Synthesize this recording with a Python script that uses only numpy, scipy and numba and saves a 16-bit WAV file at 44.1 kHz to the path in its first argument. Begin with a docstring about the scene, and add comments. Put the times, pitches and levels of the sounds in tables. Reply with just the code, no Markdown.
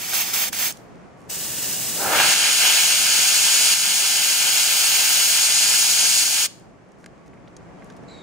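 """Airbrush hiss at a hobby bench, close to two microphones: short puffs on paper, a pause, then a long burst
closing in on a small metal trinket. Shaped noise makes the jet, its roar and its splash; ripples colour each side.
In the pauses a compressor throbs as low noise, noise cracks make the trigger and the fingers ticking the trinket,
grainy noise makes the rubs of skin, and the valve starts to whistle: a breathy sine in resonant air noise.
A short room tail follows the near sounds, and the whole level dips three times."""
import sys
import numpy as np
from scipy import signal
from scipy.fft import rfft, irfft
from scipy.io import wavfile
from scipy.ndimage import uniform_filter1d
from numba import njit

SR = 44100
rng = np.random.default_rng(int(sys.argv[2]) if len(sys.argv) > 2 else 0)


def bounce(signal):
    """Save signal as a 16-bit WAV file at the path given by the first command-line argument."""
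    frames = np.transpose(np.atleast_2d(signal))
    limited = np.clip(frames, -1, 1)
    pcm = np.round(limited * 32767).astype(np.int16)
    wavfile.write(sys.argv[1], SR, pcm)


N = 362502
T = np.arange(N) / SR  # time in s
HZ = np.fft.rfftfreq(N, 1 / SR) + 1e-3  # spectrum bins, kept above 0 for the logarithm

# the trigger holds the air valve open, the last press for the long burst: opens_s, shuts_s
VALVE_PRESSES = [(-.05, 0.489), (.529, 0.71), (1.299, 6.46)]
# jet on the trinket, before valve and swells: time_s, edge_hiss_db, body_of_splash_relative_to_edge_db
SPLASH_LEVELS = [(1.25, -33.5, -7), (2.0, -30, -25), (2.105, -29, -2), (2.16, -25, 3), (2.33, -19, -2),
                 (2.7, -17.5, -1.5), (3.0, -18.5, -4.5), (3.7, -17.5, -6.5), (4.85, -19.5, -3.5),
                 (5.7, -18, -7.5), (6.2, -18.5, -9), (6.6, -20, -4)]
# echoes off bench, hands and trinket, nozzle near the work: centre_hz, width_hz, left_db, right_db
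NEAR_ECHOES = [(780, 200, 2, 3), (1110, 170, -3, -7), (1290, 150, -1.5, 1), (1600, 200, 2, 1),
               (1890, 170, -6, -5), (2150, 400, -2, 1.5), (2930, 250, 2, 3), (3270, 250, 3.5, -1),
               (3620, 400, -2, -5.5), (4310, 200, 2, 3), (4740, 700, -1, 3.5), (5010, 200, 2.5, 0),
               (5510, 300, -3.5, .5), (5940, 400, 1, -3.5), (6800, 400, 4, 2), (7550, 300, -2, 0),
               (8440, 400, .5, -3.5), (8700, 300, 2.5, 0), (9650, 2000, 1.5, -3), (11110, 400, 3, 1.5),
               (13180, 400, -.5, 3), (15160, 700, -2, 2.5)]
# how alike both sides hear the spray near the work: frequency_hz, coherence, left_lead_radians
NEAR_LIKENESS = [(199, 0.74, 0), (520, 0.98, -1), (887, 0.88, 0), (1180, .67, -1.1), (1600, 0.99, 0.62),
                 (1920, 0.13, 1.34), (2400, 1, -0.45), (3080, 0.56, 1.28), (3470, 0.16, 1), (4000, .07, 3),
                 (5050, 0.96, 0.96), (5620, 0.48, -1), (6450, .85, -0.5), (7750, 0.78, -1.3),
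                 (8400, .1, -0.2), (9300, 0.73, -1), (12870, .7, -0.5), (15590, 0.5, 0.5)]


def burst():
    """The nozzle nears the trinket: the free jet gives way to nozzle hiss and splash, with a roar in between."""
    # approach: starts_s, ends_s
    approach = (1.87, 2.395)
    angle = np.interp(T, approach, [0, np.pi / 2])  # equal-power crossfade
    edge_db, body_db = play(SPLASH_LEVELS)
    far = undb(edge_db) * free_jet()
    near = nozzle_hiss() + undb(edge_db) * splash(body_db)
    jet = np.cos(angle) * far + np.sin(angle) * near
    jet = jet * undb(valve(VALVE_PRESSES[-1:]) + pull())
    return jet + roar()


def free_jet():
    """Turbulent air with the nozzle held back from the work: broad noise with a slight flutter."""
    # colour of the free jet: frequency_hz, density_db_per_hz
    tone = [(180, -33), (300, -8), (1050, -11), (2250, -7), (2890, -6), (3300, -6), (6390, 0),
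            (11000, -1.5), (12500, -5), (14300, 0), (15600, -2)]
    # echoes with the nozzle held back: centre_hz, width_hz, left_db, right_db
    echoes = [(1210, 250, -4.0, -1.0), (1720, 150, 2.0, 3.5), (2150, 250, -3.0, -0.5),
              (2840, 250, 2.0, 6.0), (4480, 250, -2.5, 1.0), (5170, 250, 2.0, -1.0), (6290, 150, 1.0, 3.0),
              (7840, 700, 2.5, -1.0), (9730, 1200, -0.5, 1.5), (12400, 300, -3.0, -2.0),
              (15590, 700, 3.0, -2.0)]
    # likeness of both sides: frequency_hz, coherence, left_lead_radians
    likeness = [(520, 0.4, 0.3), (3800, 0.97, 0.6), (4310, 0.14, 1.5), (4840, 1, -8), (5340, 0.27, 6.5),
                (5770, 0.31, -2), (7240, 0.37, 0.5), (9750, 0.59, -2.5), (15500, 0.32, -2)]
    return undb(walk(39.4)) * part(hiss(tone, likeness, echoes), 4600, 11000)


def nozzle_hiss():
    """Air hisses out of the nozzle: bright noise with a fast and a slow flutter."""
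    # nozzle in the long burst, before flutter, valve and swells: time_s, level_db
    levels = [(2.0, -29.5), (2.3, -34), (2.75, -27.5), (2.95, -31.5), (3.2, -30.5), (3.7, -32),
              (4.85, -28.5), (5.3, -31), (5.55, -34), (5.75, -30.5), (6.0, -33.5), (6.6, -30.5)]
    # colour of the nozzle: frequency_hz, density_db_per_hz
    tone = [(1000, -29.5), (4000, -10.5), (10000, -0.5), (12300, -5), (13800, 1.5), (16000, -2)]
    flutter_db = 0.58 * walk(40) + 0.8 * walk(7.8)
    return undb(play(levels)[0] + flutter_db) * part(hiss(tone, NEAR_LIKENESS, NEAR_ECHOES), 12500, 15200)


def splash(body_db):
    """The jet strikes the trinket: a treble edge and a lower body of one noise, each with its own flutter."""
    # colour of the splash: frequency_hz, density_db_per_hz
    tone = [(150, -27.5), (500, -19.5), (1500, -9.5), (2600, -4), (5000, -2), (7000, -0.5), (10000, -5),
            (12000, -19), (16000, -30)]
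    noise = hiss(tone, NEAR_LIKENESS, NEAR_ECHOES)
    high = 1 / (1 + (3800 / HZ) ** 10)  # crossover at 3800 Hz
    edge = undb(0.79 * walk(50)) * part(noise, 4200, 10500, high)
    body = undb(body_db + walk(30)) * part(noise, 1200, 3600, 1 - high)
    return edge + body


def roar():
    """Wide eddies of the far jet sweep over the work and shrink as it nears: band-passed noise climbs in pitch."""
    # the passing roar, before its gusts: time_s, level_db, centre_hz
    passing = [(1.95, -52, 450), (2.02, -31.5, 544), (2.09, -27, 750), (2.2, -20, 1250),
               (2.33, -28.5, 2000), (2.45, -38, 2300)]
    tone = [(20, 2.0), (800, -1.5), (1120, -1), (1550, 2), (2300, -3), (20000, -5.0)]  # frequency_hz, db
    roar_db, hz = play(passing)
    noise = part(hiss(tone, NEAR_LIKENESS, NEAR_ECHOES), 20, 20000)
    width = 2.3 * hz
    eddies = np.array([svf(svf(side, hz, width), hz, width) for side in noise])
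    eddies = eddies * np.sqrt(SR / hz / 4)  # about constant power whatever their size
    gusts_db = 2.3 * walk(90)
    return undb(roar_db + gusts_db) * eddies


def puffs():
    """The jet beats on paper; the nozzle's own treble swells more with each pull."""
    # air on paper, before valve and swells: time_s, level_db
    paper = [(0, -33.5), (.12, -29.5), (.8, -31.5)]
    # colour of the puffs: frequency_hz, density_db_per_hz
    tone = [(88, -39), (150, -18), (346, -17), (767, -8), (1110, -9), (2320, -3), (4160, -4), (6760, 1.5),
            (10400, -3), (13900, -2), (15600, -2.5)]
    # echoes with the nozzle off to the right: centre_hz, width_hz, left_db, right_db
    echoes = [(780, 150, 2.5, 3.5), (1460, 2000, -1.5, 2.0), (2330, 250, 3.0, 3.0), (3270, 400, 0.0, 3.5),
              (3960, 400, -2.5, -2.0), (5940, 250, -4.5, -2.0), (6890, 150, -3.0, 2.0),
              (7410, 1200, -4.5, -2.5), (11800, 250, -4.0, 3.0), (12580, 150, 2.0, 4.5),
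              (14810, 2000, -1.0, 6.5), (14900, 250, 4.0, -3.5)]
    # likeness of both sides: frequency_hz, coherence, left_lead_radians
    likeness = [(516, 0.5, -0.7), (2330, 0.91, 0.9), (3220, 0.64, -1.5), (4820, 0.93, 1.7), (5570, 0.5, -2),
                (6750, 0.27, 0.3), (9500, 0.54, 3.5), (12580, 0.63, 1.5), (15590, 0.65, 1)]
    swell_db = pull()
    db = play(paper)[0] + valve(VALVE_PRESSES[:-1]) + swell_db
    treble_db = -7 + 0.6 * swell_db  # on top of the swell that all of it shares
    noise = hiss(tone, likeness, echoes)
    high = 1 / (1 + (11500 / HZ) ** 10)  # crossover at 11500 Hz
    on_paper = part(noise, 1500, 10800, 1 - high)
    at_nozzle = undb(treble_db) * part(noise, 12700, 15600, high)
    flutter = undb(walk(60))
    return undb(db) * flutter * (on_paper + at_nozzle)


def valve(presses):
    """Level in dB of the air: it jumps up on a press and dies fast on release."""
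    open_db_per_s, shut_db_per_s = 2500, 1500
    gates = []
    for opens, shuts in presses:
        slope = np.minimum((T - opens) * open_db_per_s, (shuts - T) * shut_db_per_s)
        gates.append(np.minimum(0, slope))
    return np.max(gates, axis=0)


def pull():
    """Swell in dB of the jet as the needle is pulled back: quick rise, hold, slower fall."""
    # pulls of the needle: start_s, hold_s, rise_db
    pulls = [(.133, 0.071, 5), (.331, 0.1, 5.5), (0.582, 0.09, 5.5), (1.616, 0.032, 2), (1.72, .04, 1.5)]
    attack_s, release_s = 0.0084, 0.023
    swell_db = np.zeros(N)
    for start, hold, rise_db in pulls:
        corners = np.cumsum([start, attack_s, hold, release_s])
        swell_db += np.interp(T, corners, [0, rise_db, rise_db, 0])
    return swell_db


def handling():
    """Trigger and valve clicks, fingers and nails ticking the trinket, and five faint ticks at random."""
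    # trigger and valve clicks: start_s, peak_db, centre_hz, width_octaves, left_minus_right_db
    trigger = [(.134, -16, 3000, 3, 0), (.4825, -19, 7800, 0.81, -5), (0.53, -17.5, 4000, 5.4, -7),
               (.7238, -23, 8500, 0.78, -6), (.7711, -36, 9000, 2.3, -4), (.9562, -50, 6000, 3, -2),
               (1.2164, -49, 9000, 2.5, -2), (1.303, -22, 8500, 1, -4)]
    # fingers and nails on the trinket: start_s, peak_db, centre_hz, width_octaves, t60_s
    ticks = [(6.5974, -48, 10000, 1.3, .012), (6.9187, -50, 6000, 1.3, .012),
             (7.0424, -32.5, 1700, 3.1, .018), (7.0608, -30, 1700, 3.8, 0.015),
             (7.1784, -50, 3000, 1.4, .015), (7.3322, -44, 2100, .6, .025), (7.3721, -49, 2130, .4, .035),
             (7.4759, -40.5, 2500, .8, .015), (7.4814, -48, 3500, 1.2, .018),
             (7.566, -34.5, 6300, 1.1, 0.02), (7.8216, -39, 2000, 0.81, .034),
             (7.8441, -45, 10000, 1.3, .022), (7.9006, -36, 2200, 2.3, .03), (7.9234, -50, 6500, 1.2, .014)]
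    t60 = 0.017  # s, of trigger and faint ticks
    faint = [(s, -55, 9000, 2, t60) for s in rng.uniform(6.7, 8.2, size=5)]
    trigger = [(s, db, hz, octaves, t60, pan_db) for s, db, hz, octaves, pan_db in trigger]
    return clicks(trigger + [(*tick, 0) for tick in ticks + faint])


def clicks(events):
    """A dry crack of dying noise; rows: start_s, peak_db, centre_hz, width_octaves, t60_s, left_minus_right_db."""
    length = 8192  # samples
    out, t = np.zeros((2, N + length)), np.arange(length) / SR
    airs = rng.standard_normal((len(events), length))
    for (s, peak_db, hz, octaves, t60, pan_db), air in zip(events, airs):
        crack = coloured(air * 1000 ** (-t / t60), hz, octaves)
        crack = crack / np.abs(crack).max()
        sides = undb([peak_db + pan_db / 2, peak_db - pan_db / 2])
        i = int(s * SR)
        out[:, i:i + length] += np.outer(sides, crack)
    return out[:, :N]


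def rustles():
    """Skin brushes paper and metal: brief rubs of noise whose level jumps grain by grain."""
    # rubs: start_s, length_s, level_db, centre_hz, width_octaves
    rubs = [(1.173, 0.14, -68, 12000, 2.2), (6.985, 0.053, -67, 9000, 1.8), (7.26, .022, -62, 6000, 3),
            (7.85, .03, -68, 9000, 2), (7.966, 0.013, -57, 6000, 2.8)]
    size = 8192  # samples
    out, t = np.zeros(N + size), np.arange(size) / SR
    draws = rng.standard_normal((len(rubs), 2, size))
    for (s, length, db, hz, octaves), (air, grain) in zip(rubs, draws):
        grains_db = 4 * np.repeat(grain[:64], 128)  # a new level every 128 samples
        rub = coloured(air * undb(grains_db) * (t < length), hz, octaves)
        rms = np.sqrt(np.sum(rub ** 2) / SR / length)
        i = int(s * SR)
        out[i:i + size] += undb(db) * rub / rms
    return out[:N]


def coloured(burst, centre_hz, octaves):
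    """A short sound through a broad hump and the faint resonances of the metal at hand."""
    # resonances: centre_hz, width_hz, gain_db
    metal = [(1610, 330, 10.5), (2150, 140, 9), (5670, 400, 6), (6670, 380, 7.5), (9300, 500, 3.5)]
    hz = np.fft.rfftfreq(len(burst), 1 / SR)[1:]
    hump_db = -12 * (np.log2(hz / centre_hz) / octaves) ** 2
    ring_db = sum(g_db / (1 + (2 * (hz - f) / w) ** 2) for f, w, g_db in metal)
    db = hump_db + ring_db - 14 * (hz / 13000) ** 3  # the treble rolls off softly toward the top
    # minimum phase keeps the attack sharp
    log_gain = np.log(undb(np.maximum(np.r_[db[0], db], -45)))
    cepstrum = irfft(log_gain)
    cepstrum[1:len(burst) // 2] *= 2
    cepstrum[len(burst) // 2 + 1:] = 0
    return irfft(rfft(burst) * np.exp(rfft(cepstrum)))


def leak():
    """Air leaks past the barely pressed valve: thin noise in fixed resonances and a sinking, breathy whistle."""
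    # the leak as a whole: time_s, level_db, whistle_hz
    course = [(8.074, -80, 4080), (8.082, -49, 4060), (8.12, -48, 3990), (8.22, -51, 3680)]
    # fixed resonances of the valve: centre_hz, width_hz, level_db
    modes = [(2220, 250, -11.5), (4350, 400, -11.5), (5220, 900, -23), (6720, 500, -22), (7280, 180, -17.5),
             (7830, 300, -21)]
    db, hz = play(course)
    air, one = rng.standard_normal(N), np.ones(N)
    bands = [(f * one, w, g_db) for f, w, g_db in modes]
    bands.append((hz, 300, -5.5))  # breath around the whistle, 300 Hz wide
    breath = np.zeros(N)
    for f, w, g_db in bands:
        band = svf(svf(air, f, w * one), f, w * one)
        breath += undb(g_db) * np.sqrt(SR / w) * band  # narrow bands are raised to even out their power
    wavering_hz = hz * (1 + 0.01 * walk(200))
    whistle = undb(-3.5 + 1.2 * walk(60)) * np.sin(2 * np.pi * np.cumsum(wavering_hz) / SR)
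    return undb(db) * (breath + whistle) * undb([[-.5], [.5]])  # right side 1 dB louder


def rumble():
    """Room noise behind the bench; its bass throbs with the compressor's strokes and wanders in level."""
    # rumble of the room, before throb and wander: time_s, level_db
    levels = [(0, -55.5), (1.15, -55), (2.15, -48.5), (2.45, -56.5), (3.7, -58), (5.5, -59), (6.3, -57),
              (7.0, -57.5), (8.22, -52)]
    # colour of the rumble: frequency_hz, density_db_per_hz
    tone = [(13, -36.5), (30, -15), (62, -3), (85, -8.5), (125, -1), (190, 0.5), (400, -4.5), (680, -7),
            (1050, -12.5), (2200, -20.5), (3730, -33), (6750, -33.5), (10000, -43), (12500, -56)]
    # likeness of both sides: frequency_hz, coherence, left_lead_radians
    likeness = [(25, .7, 0.0046), (59.8, 0.11, 0.0017), (500, 0.35, 0), (2000, 0.29, 0.0035),
                (10000, .1, 0)]
    # narrow hums: centre_hz, width_hz, left_db, right_db
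    hums = [(116, 16, 4, 4), (176, 14, 4, 4), (675, 20, 3, 3), (1134, 10, 9, 9)]
    piston_hz, throb = 24, 0.16  # mean stroke rate, depth as a fraction of the level
    noise = hiss(tone, likeness, hums)
    low = 1 / (1 + (HZ / 500) ** 2)
    stroke_hz = piston_hz * (1 + 0.06 * walk(4))
    stroke = 1 + throb * np.sin(2 * np.pi * np.cumsum(stroke_hz) / SR)
    bass = stroke * undb(2.0 * walk(7.3)) * part(noise, 50, 133.0, low)
    upper = undb(walk(7.3)) * part(noise, 50, 140, 1 - low)
    return undb(play(levels)[0]) * (bass + upper)


def room(x):
    """A short fading tail, unrelated on the two sides and duller than the direct sound."""
    t60, dull_hz = 0.41, 7000
    t = np.arange(SR // 2) / SR
    tail = rng.standard_normal((2, len(t))) * 1000 ** (-t / t60)
    tail = tail * (t > .004)  # a 4 ms gap after the direct sound
    tail = tail / np.sqrt(np.sum(tail ** 2) / 2)
    tail = signal.lfilter(*signal.butter(1, dull_hz, fs=SR), tail)
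    return undb(-17.5) * signal.fftconvolve(x, tail, axes=1)[:, :N]


def undb(db):
    """Amplitude factor of a level in dB."""
    return 10 ** (np.asarray(db) / 20)


def play(table, off_db=-120):
    """Columns over time; the first, a level, is silent outside the table."""
    s, db, *rest = np.vstack(table).T
    level = np.interp(T, s, db, off_db, off_db)
    return [level] + [np.interp(T, s, column) for column in rest]


def shape(points):
    """Straight lines on a log-frequency axis."""
    hz, *values = np.transpose(points)
    return [np.interp(np.log(HZ), np.log(hz), v) for v in values]


def hiss(tone, likeness, ripples=()):
    """Spectrum of a two-sided noise with given colour, likeness and ripples of each side."""
    left, own = rfft(rng.standard_normal((2, N)))
    coherence, lead = shape(likeness)
    coherence = np.clip(coherence, 0, 1)
    db = shape(tone)[0] + np.zeros((2, 1))
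    for hz, width, *sides_db in ripples:
        db = db + np.outer(sides_db, np.exp(-2 * ((HZ - hz) / width) ** 2))
    right = coherence * np.exp(-1j * lead) * left + np.sqrt(1 - coherence ** 2) * own
    return undb(db) * np.array([left, right])


def part(spectrum, lo_hz, hi_hz, share=1):
    """A share of the noise, scaled so that the band lo-hi of the whole noise's middle has rms 1."""
    middle = spectrum.mean(axis=0)[(HZ > lo_hz) & (HZ < hi_hz)]
    power = np.sum(np.abs(middle) ** 2) * 2 / N ** 2
    return irfft(spectrum * share, N) / np.sqrt(power)


def walk(rate):
    """Random levels held 1 / rate s and slewed twice; spread near 0.74."""
    k = int(SR / rate)
    held = np.repeat(rng.standard_normal(N // k + 1), k)
    return uniform_filter1d(uniform_filter1d(held, k), k)[:N]


@njit
def svf(x, hz, width):
    """State-variable band-pass with moving centre and width, gain 1 at the centre."""
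    y, b, l = np.empty(len(x)), 0., 0.
    for i in range(len(x)):
        g, k = np.tan(np.pi * hz[i] / SR), width[i] / hz[i]
        v = (b + g * (x[i] - l)) / (1 + g * (g + k))
        b, l, y[i] = 2 * v - b, l + 2 * g * v, k * v
    return y


def scene():
    """All near sources with their room tail, over the rumble; everything shares the dips in level."""
    # the whole level drops at once and creeps back: start_s, drop_db
    drops = [(2.34, 3), (3.742, 3.5), (6.24, 2.5)]
    creep_s = 0.99  # time constant of the return
    near = burst() + puffs() + handling() + rustles() + leak()
    drop_db = sum(db * (T > s) * np.exp(-np.abs(T - s) / creep_s) for s, db in drops)
    return (near + room(near) + rumble()) * undb(-drop_db)


def record(dry):
    """The recorder cuts the top steeply above 15710 Hz."""
    return signal.sosfilt(signal.ellip(14, .2, 80, 15710, fs=SR, output="sos"), dry)


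dry = scene()
out = record(dry)
bounce(out)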